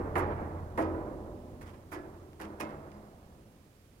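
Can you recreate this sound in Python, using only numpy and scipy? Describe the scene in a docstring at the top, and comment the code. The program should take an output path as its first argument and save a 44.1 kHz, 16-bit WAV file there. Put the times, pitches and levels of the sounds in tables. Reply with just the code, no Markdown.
"""First comes the fading boom of a bang inside a huge, empty steel dome; more knocks on metal follow.
Each blow lands with a gritty crunch and a short clang, sets the steel shell ringing and leaves a
long, dark echo. Two tiny ticks, a low background rumble and the microphones' hiss fill the quiet,
with a soft microphone-handling bump near the end."""
import sys
import numpy as np
from scipy import signal
from scipy.fft import rfft, irfft, next_fast_len
from scipy.io import wavfile
from scipy.ndimage import map_coordinates

SR = 44100
rng = np.random.default_rng(int(sys.argv[2]) if len(sys.argv) > 2 else 0)


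def write(x):
    x = np.atleast_2d(x).T
    wavfile.write(sys.argv[1], SR, np.round(np.clip(x, -1, 1) * 32767).astype(np.int16))


N = 176400

# Each struck sheet rings with its own tones: f/Hz, level/dB, fade/s (time to fall by 60 dB)
SHEET_EARLY = [(210, -51, 0.77), (439, -44, 2), (753, -47, 2.4)]
SHEET_HARD = [(355.6, -32, 0.41), (464, -59, 1.2), (628, -39, 0.98), (840, -42.5, 1.36), (954, -41, 1.5),
              (1200, -47, .9), (1346, -52, 1), (1900, -47, 0.18), (2230, -61, 0.2)]
SHEET_DEEP = [(250, -47, 4.2), (323, -38, 2.04), (367, -44, 2.74), (523, -40.5, 1.98), (668, -28, 0.23),
              (815, -55, 0.56), (1275, -46, 0.71), (2450, -55, 0.4)]
SHEET_BRIGHT = [(298, -45, 0.94), (322.7, -46, 1.1), (334, -47, 1.44), (358, -49.5, 1.7), (384, -49.5, 1.9),
                (648, -48.5, 0.57), (1340, -53.5, 0.57), (1700, -55, 0.59), (1950, -53.5, 0.44),
                (4960, -60, 0.2), (5100, -66, 0.24), (6350, -59, .15), (6630, -54, 0.12)]
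SHEET_DULL = [(209, -41, 0.59), (291, -45, 1.2), (320, -47.5, 0.87), (393, -47.5, 0.66), (511, -42, 0.38),
              (931, -52, 0.55)]
SHEET_SHARP = [(147.3, -50.5, 1.7), (205.6, -50, 3.33), (216, -51, 2.45), (291.5, -44.5, 0.99),
               (322, -47.5, 0.96), (511, -51.5, 1.3), (589, -48, 1.02), (641, -46.5, 1.4),
               (1020, -49, 0.75), (1900, -47, 0.13), (2135, -58, 0.67), (2490, -41, 0.11),
               (2620, -58.5, 0.48)]
# The blows: t/s, echo bass/dB, echo middle/dB, echo treble/dB, boom/dB, shell/dB, clang/dB,
# clang brightness/dB, tones of the struck sheet
BLOWS = [(-.3, -29, -29.5, -27, -36.5, -42, -30, 0, SHEET_EARLY),
         (.154, -33.5, -35.5, -29.5, -37.5, -38, -22.5, 4.5, SHEET_HARD),
         (.776, -38.5, -34, -35.5, -43, -36.5, -23.5, -1.5, SHEET_DEEP),
         (1.61, -67, -58.5, -51, -60.5, -60.5, -58.5, 16, []),
         (1.917, -41, -47.5, -44.5, -70, -54.5, -40, 8, SHEET_BRIGHT),
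         (2.398, -45.5, -45.5, -43, -55.5, -53, -44, 7, SHEET_DULL),
         (2.6, -44.5, -45, -39.5, -60, -57.5, -34.5, -2, SHEET_SHARP)]
# How alike left and right sound: f/Hz, likeness (1 = the same)
LIKENESS = [(60, 0.94), (280, 1), (640, 0.74), (1400, 0.47), (3000, 0.2), (10000, 0.2)]


def amp(db):
    """Turn decibels into a factor to multiply by."""
    return 10 ** (np.asarray(db) / 20)


def unit(x):
    """Scale x to an average power of 1."""
    return x / np.sqrt(np.mean(x ** 2) + 1e-20)


def along(points, hz):
    """Read between (f/Hz, value) points, spaced by octaves."""
    f, values = np.transpose(points)
    return np.interp(np.log(hz + 1), np.log(f + 1), values)


def wobble(rate, size):
    """A smooth curve through `rate` random values a second."""
    values = rng.standard_normal(int(size * rate / SR) + 4)
    return map_coordinates(values, [np.arange(size) * rate / SR], order=2)


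def filtered(x, response):
    """Multiply each frequency in x by response(hz)."""
    size = x.shape[-1]
    padded = next_fast_len(size + 4096, True)
    hz = np.fft.rfftfreq(padded, 1 / SR)
    return irfft(rfft(x, padded) * response(hz), padded)[..., :size]


def noise(spectrum, size):
    """Stereo noise with the given spectrum; left and right nearly match in the bass."""
    def shares(hz):
        angle = np.arccos(np.clip(along(LIKENESS, hz), 0, .995)) / 2
        return amp(along(spectrum, hz)) * [np.cos(angle), np.sin(angle)]
    common, opposite = filtered(rng.standard_normal((2, size)), shares)
    return unit(np.array([common + opposite, common - opposite]))


def dying(x, fades, attack_s, hold_s=0, build_s=0):
    """Rise, hold, then fade each frequency at its own speed; build_s makes the bass swell late."""
    hz, t, bands = signal.stft(x, SR, nperseg=256)
    hz = hz[:, None]
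    swell_s = 1e-5 + build_s * 200 / (hz + 100)
    swell = 1 - np.exp(-(t + 1e-3) / swell_s)
    fade = amp(-60 * np.maximum(t - hold_s, 0) / along(fades, hz))
    _, y = signal.istft(bands * swell * fade, SR, nperseg=256)
    return y * (1 - np.exp(-np.arange(y.shape[1]) / SR / attack_s))


def ring(tones, attack_s, size, waver=0.61, waver_rate=15):
    """Fading tones of metal; each wavers like close pitches beating, the higher ones faster."""
    t = np.arange(size, dtype=np.float32) / SR
    out = np.zeros((2, size), np.float32)
    for hz, db, fade_s in tones:
        curves = rng.standard_normal((2, 256))
        start, side = rng.standard_normal(2)
        age = t[:int(fade_s * SR)]
        position = age * waver_rate * (hz / 300) ** .5
        sin_drift, cos_drift = [waver * np.interp(position, np.arange(256), c) for c in curves]
        spread = np.sign(side) * np.arccos(np.clip(along(LIKENESS, hz), 0, 1)) / 2
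        cycles = hz * np.arange(len(age)) / SR + start
        phase = np.float32(2 * np.pi * (cycles % 1) + [[spread], [-spread]])
        level = amp(db - 60 * age / fade_s) / np.sqrt(1 + waver ** 2)
        out[:, :len(age)] += level * ((1 + sin_drift) * np.sin(phase) + cos_drift * np.cos(phase))
    return out * (1 - np.exp(-t / attack_s))


def add(out, start_s, x):
    """Mix x into out at start_s, dropping what falls outside."""
    i = round(start_s * SR)
    x = x[..., max(-i, 0):N - i]
    out[:, max(i, 0):][:, :x.shape[-1]] += x


def echoes(flutter_db=1.4, flutter_rate=36.2):
    """The dome answers every blow with a dense echo whose bass lasts longest."""
    # The echo's dark sound: f/Hz, level/dB
    spectrum = [(20, -10), (45, -10), (80, -1.5), (112, -6.5), (145, -0.5), (175, -12.5), (210, -0.5),
                (240, -6.5), (330, 2), (480, -0.5), (700, -4.5), (1100, -8.5), (1400, -13.5), (2200, -25.5),
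                (3200, -37.5), (6000, -45), (16000, -55)]
    # How long it lasts: f/Hz, fade/s
    fades = [(60, 3.55), (130, 2.7), (200, 3.24), (330, 1.88), (600, 2.36), (1100, 1.92), (2000, 1.55),
             (3000, 0.93), (8000, 0.14)]
    out = np.zeros((2, N))
    for start_s, bass_db, middle_db, treble_db, *_ in BLOWS:
        colour = [(110, bass_db), (300, middle_db), (600, middle_db), (1800, treble_db)]
        tail = filtered(noise(spectrum, N), lambda hz: amp(along(colour, hz)))
        flutter = amp(flutter_db * wobble(flutter_rate, N))  # curved walls bunch the echo into swells
        add(out, start_s, dying(tail * flutter, fades, attack_s=0.023, build_s=0.02))
    return out


def ringing_steel():
    """A blow sets off the dome's deep boom and rings the whole shell and the struck sheet."""
    # The dome's deepest tones: f/Hz, level/dB, fade/s
    boom_tones = [(48.8, -7, 4.4), (78, -11, 4.9), (88, -1.5, 4.9), (100, -11.5, 4.6)]
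    # The shell's higher tones: f/Hz, level/dB, fade/s
    shell_tones = [(125, -16, 2.3), (146.7, -14, 2.5), (162.7, -15.5, 3.5), (211.7, -10, 2.6),
                   (279.5, -6.5, 1.8), (324.8, -0.5, 1.72), (374, -9, 2.35), (436, -15, 2.8),
                   (597, -6, 2.38), (830, -16, 2.2), (928, -14, 1.1), (995, -11, 1.8)]
    out = np.zeros((2, N))
    for start_s, _, _, _, boom_db, shell_db, _, _, sheet_tones in BLOWS:
        size = N - round(start_s * SR)
        boom = amp(boom_db) * ring(boom_tones, attack_s=0.027, size=size)
        shell = amp(shell_db) * ring(shell_tones, attack_s=0.0076, size=size)
        sheet = ring(sheet_tones, attack_s=0.016, size=size)
        add(out, start_s, boom + shell + sheet)
    return out


def rumble():
    """A low background rumble eases off, with small swells and a soft late microphone-handling bump."""
    # The rumble's deep sound: f/Hz, level/dB
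    spectrum = [(15, -21), (40, -1.5), (75, 0.5), (130, -2), (250, -5), (600, -13), (1500, -34.5),
                (4000, -51)]
    # Its loudness over time: t/s, level/dB
    levels = [(0, -45), (1.2, -53), (1.55, -49.5), (1.95, -57.5), (2.3, -60), (3.4, -56.5), (3.82, -63),
              (3.94, -60.5), (4, -61)]
    times, db = np.transpose(levels)
    return amp(np.interp(np.arange(N) / SR, times, db)) * noise(spectrum, N)


def crunches(grain_db=3, grain_rate=700):
    """Rust and grit crushed under a blow give a short, grainy spray of treble."""
    # Each crunch: t/s, level/dB, hold/s, tilt towards the highest treble/dB
    events = [(0.153, -51.5, 0.04, 0), (0.178, -49, 0.0083, 2), (0.773, -52, 0.026, -2.5),
              (0.808, -53.5, 0.02, -6), (1.61, -56.5, 0.016, -2.5), (1.658, -62.5, 0.041, -6),
              (1.729, -66.5, 0.013, -8.5), (1.914, -53.5, 0.017, 2), (1.928, -50.5, 0.013, -3.5),
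              (2.394, -55, 0.0091, -3.5), (2.411, -49, 0.0096, -4), (2.44, -59.5, 0.0087, -4),
              (2.598, -41.5, 0.0095, -3), (2.688, -62, 0.015, -8)]
    # The sound of grit: f/Hz, level/dB
    spectrum = [(200, -35), (1000, 16.5), (2500, 2), (4000, -3.5), (5500, -0.5), (7500, -1.5), (10500, 4),
                (13000, 0.5), (16000, -8.5)]
    # How long it lasts: f/Hz, fade/s
    fades = [(2000, 0.2), (5000, .17), (10000, 0.087)]
    out, size = np.zeros((2, N)), SR // 3
    for start_s, db, hold_s, tilt_db in events:
        tilt = [(3000, -tilt_db), (11000, tilt_db)]
        spray = filtered(noise(spectrum, size), lambda hz: amp(along(tilt, hz)))
        grains = unit(amp(grain_db * wobble(grain_rate, size)))
        add(out, start_s, amp(db) * dying(spray * grains, fades, attack_s=0.0016, hold_s=hold_s))
    return out


def clangs():
    """Struck metal gives a crowd of short tones, so close together that they blur into noise."""
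    # The clang's sound: f/Hz, level/dB
    spectrum = [(40, -23), (130, 0), (220, 7.5), (350, 5), (600, 3), (1000, 0), (1400, -6.5), (2000, -11.5),
                (2600, -23), (3300, -32), (6000, -50), (16000, -68)]
    # How long it lasts: f/Hz, fade/s
    fades = [(150, 0.19), (600, 0.26), (2000, 0.27), (6000, 0.067)]
    out = np.zeros((2, N))
    for start_s, *_, db, bright_db, _ in BLOWS:
        tilt = [(400, -bright_db / 2), (2000, bright_db)]
        burst = filtered(noise(spectrum, SR // 2), lambda hz: amp(db + along(tilt, hz)))
        add(out, start_s, dying(burst, fades, attack_s=0.0005, build_s=0.024))
    return out


def ticks():
    """Grit clicks on the steel and leaves a faint ring."""
    # Each tick: t/s, click level/dB, click fade/s, ring level/dB
    events = [(2.332, -51, 0.0063, -74), (2.917, -54.5, 0.021, -64)]
    # The dry click: f/Hz, level/dB
    spectrum = [(300, -25), (1900, 13), (4000, 4), (6500, 2), (10000, -28), (16000, -28)]
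    # The faint ring: f/Hz, level/dB, fade/s
    tones = [(2044, 0, .04), (2800, -2, .05), (4930, -12, .3), (6000, -13, .15)]
    out, t = np.zeros((2, N)), np.arange(SR // 10) / SR
    for start_s, db, fade_s, ring_db in events:
        add(out, start_s, amp(db - 60 * t / fade_s) * noise(spectrum, len(t)))
        add(out, start_s, amp(ring_db) * ring(tones, attack_s=0.0016, size=SR // 2))
    return out


def scene():
    """The sounds reach the left microphone first; all but the highest treble is louder on the right."""
    # Balance between the sides: f/Hz, left minus right/dB
    balance = [(60, -1), (380, -1.1), (700, -2), (1300, -7.5), (2400, -10), (4400, -7.5), (8000, -3.5),
               (15000, 2.5)]
    # The left side's head start: f/Hz, lead/ms
    lead = [(300, 0.22), (700, 0.13), (1200, 0.28), (2000, 0.41), (5000, 0.39)]
    dome = echoes() + clangs() + ringing_steel() + crunches() + ticks() + rumble()
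    sides = np.array([[.5], [-.5]])

    def placement(hz):
        early_s = sides * along(lead, hz) / 1000
        return amp(sides * along(balance, hz)) * np.exp(2j * np.pi * hz * early_s)
    return filtered(dome, placement)


def record(dry):
    """The microphones add their own hiss, louder on the right; the very highest treble is cut off."""
    # The hiss: f/Hz, level/dB
    spectrum = [(100, 6), (1000, 5), (2000, 2.5), (4000, -2), (7000, -4), (11000, -5), (15500, -7.5)]
    hiss_db, right_extra_db, top_hz = -68, 6.5, 15850
    hiss = unit(filtered(rng.standard_normal((2, N)), lambda hz: amp(along(spectrum, hz))))
    hiss *= amp(hiss_db + right_extra_db * np.array([[-.5], [.5]]))
    return filtered(dry + hiss, lambda hz: hz < top_hz)


dry = scene()
out = record(dry)
write(out)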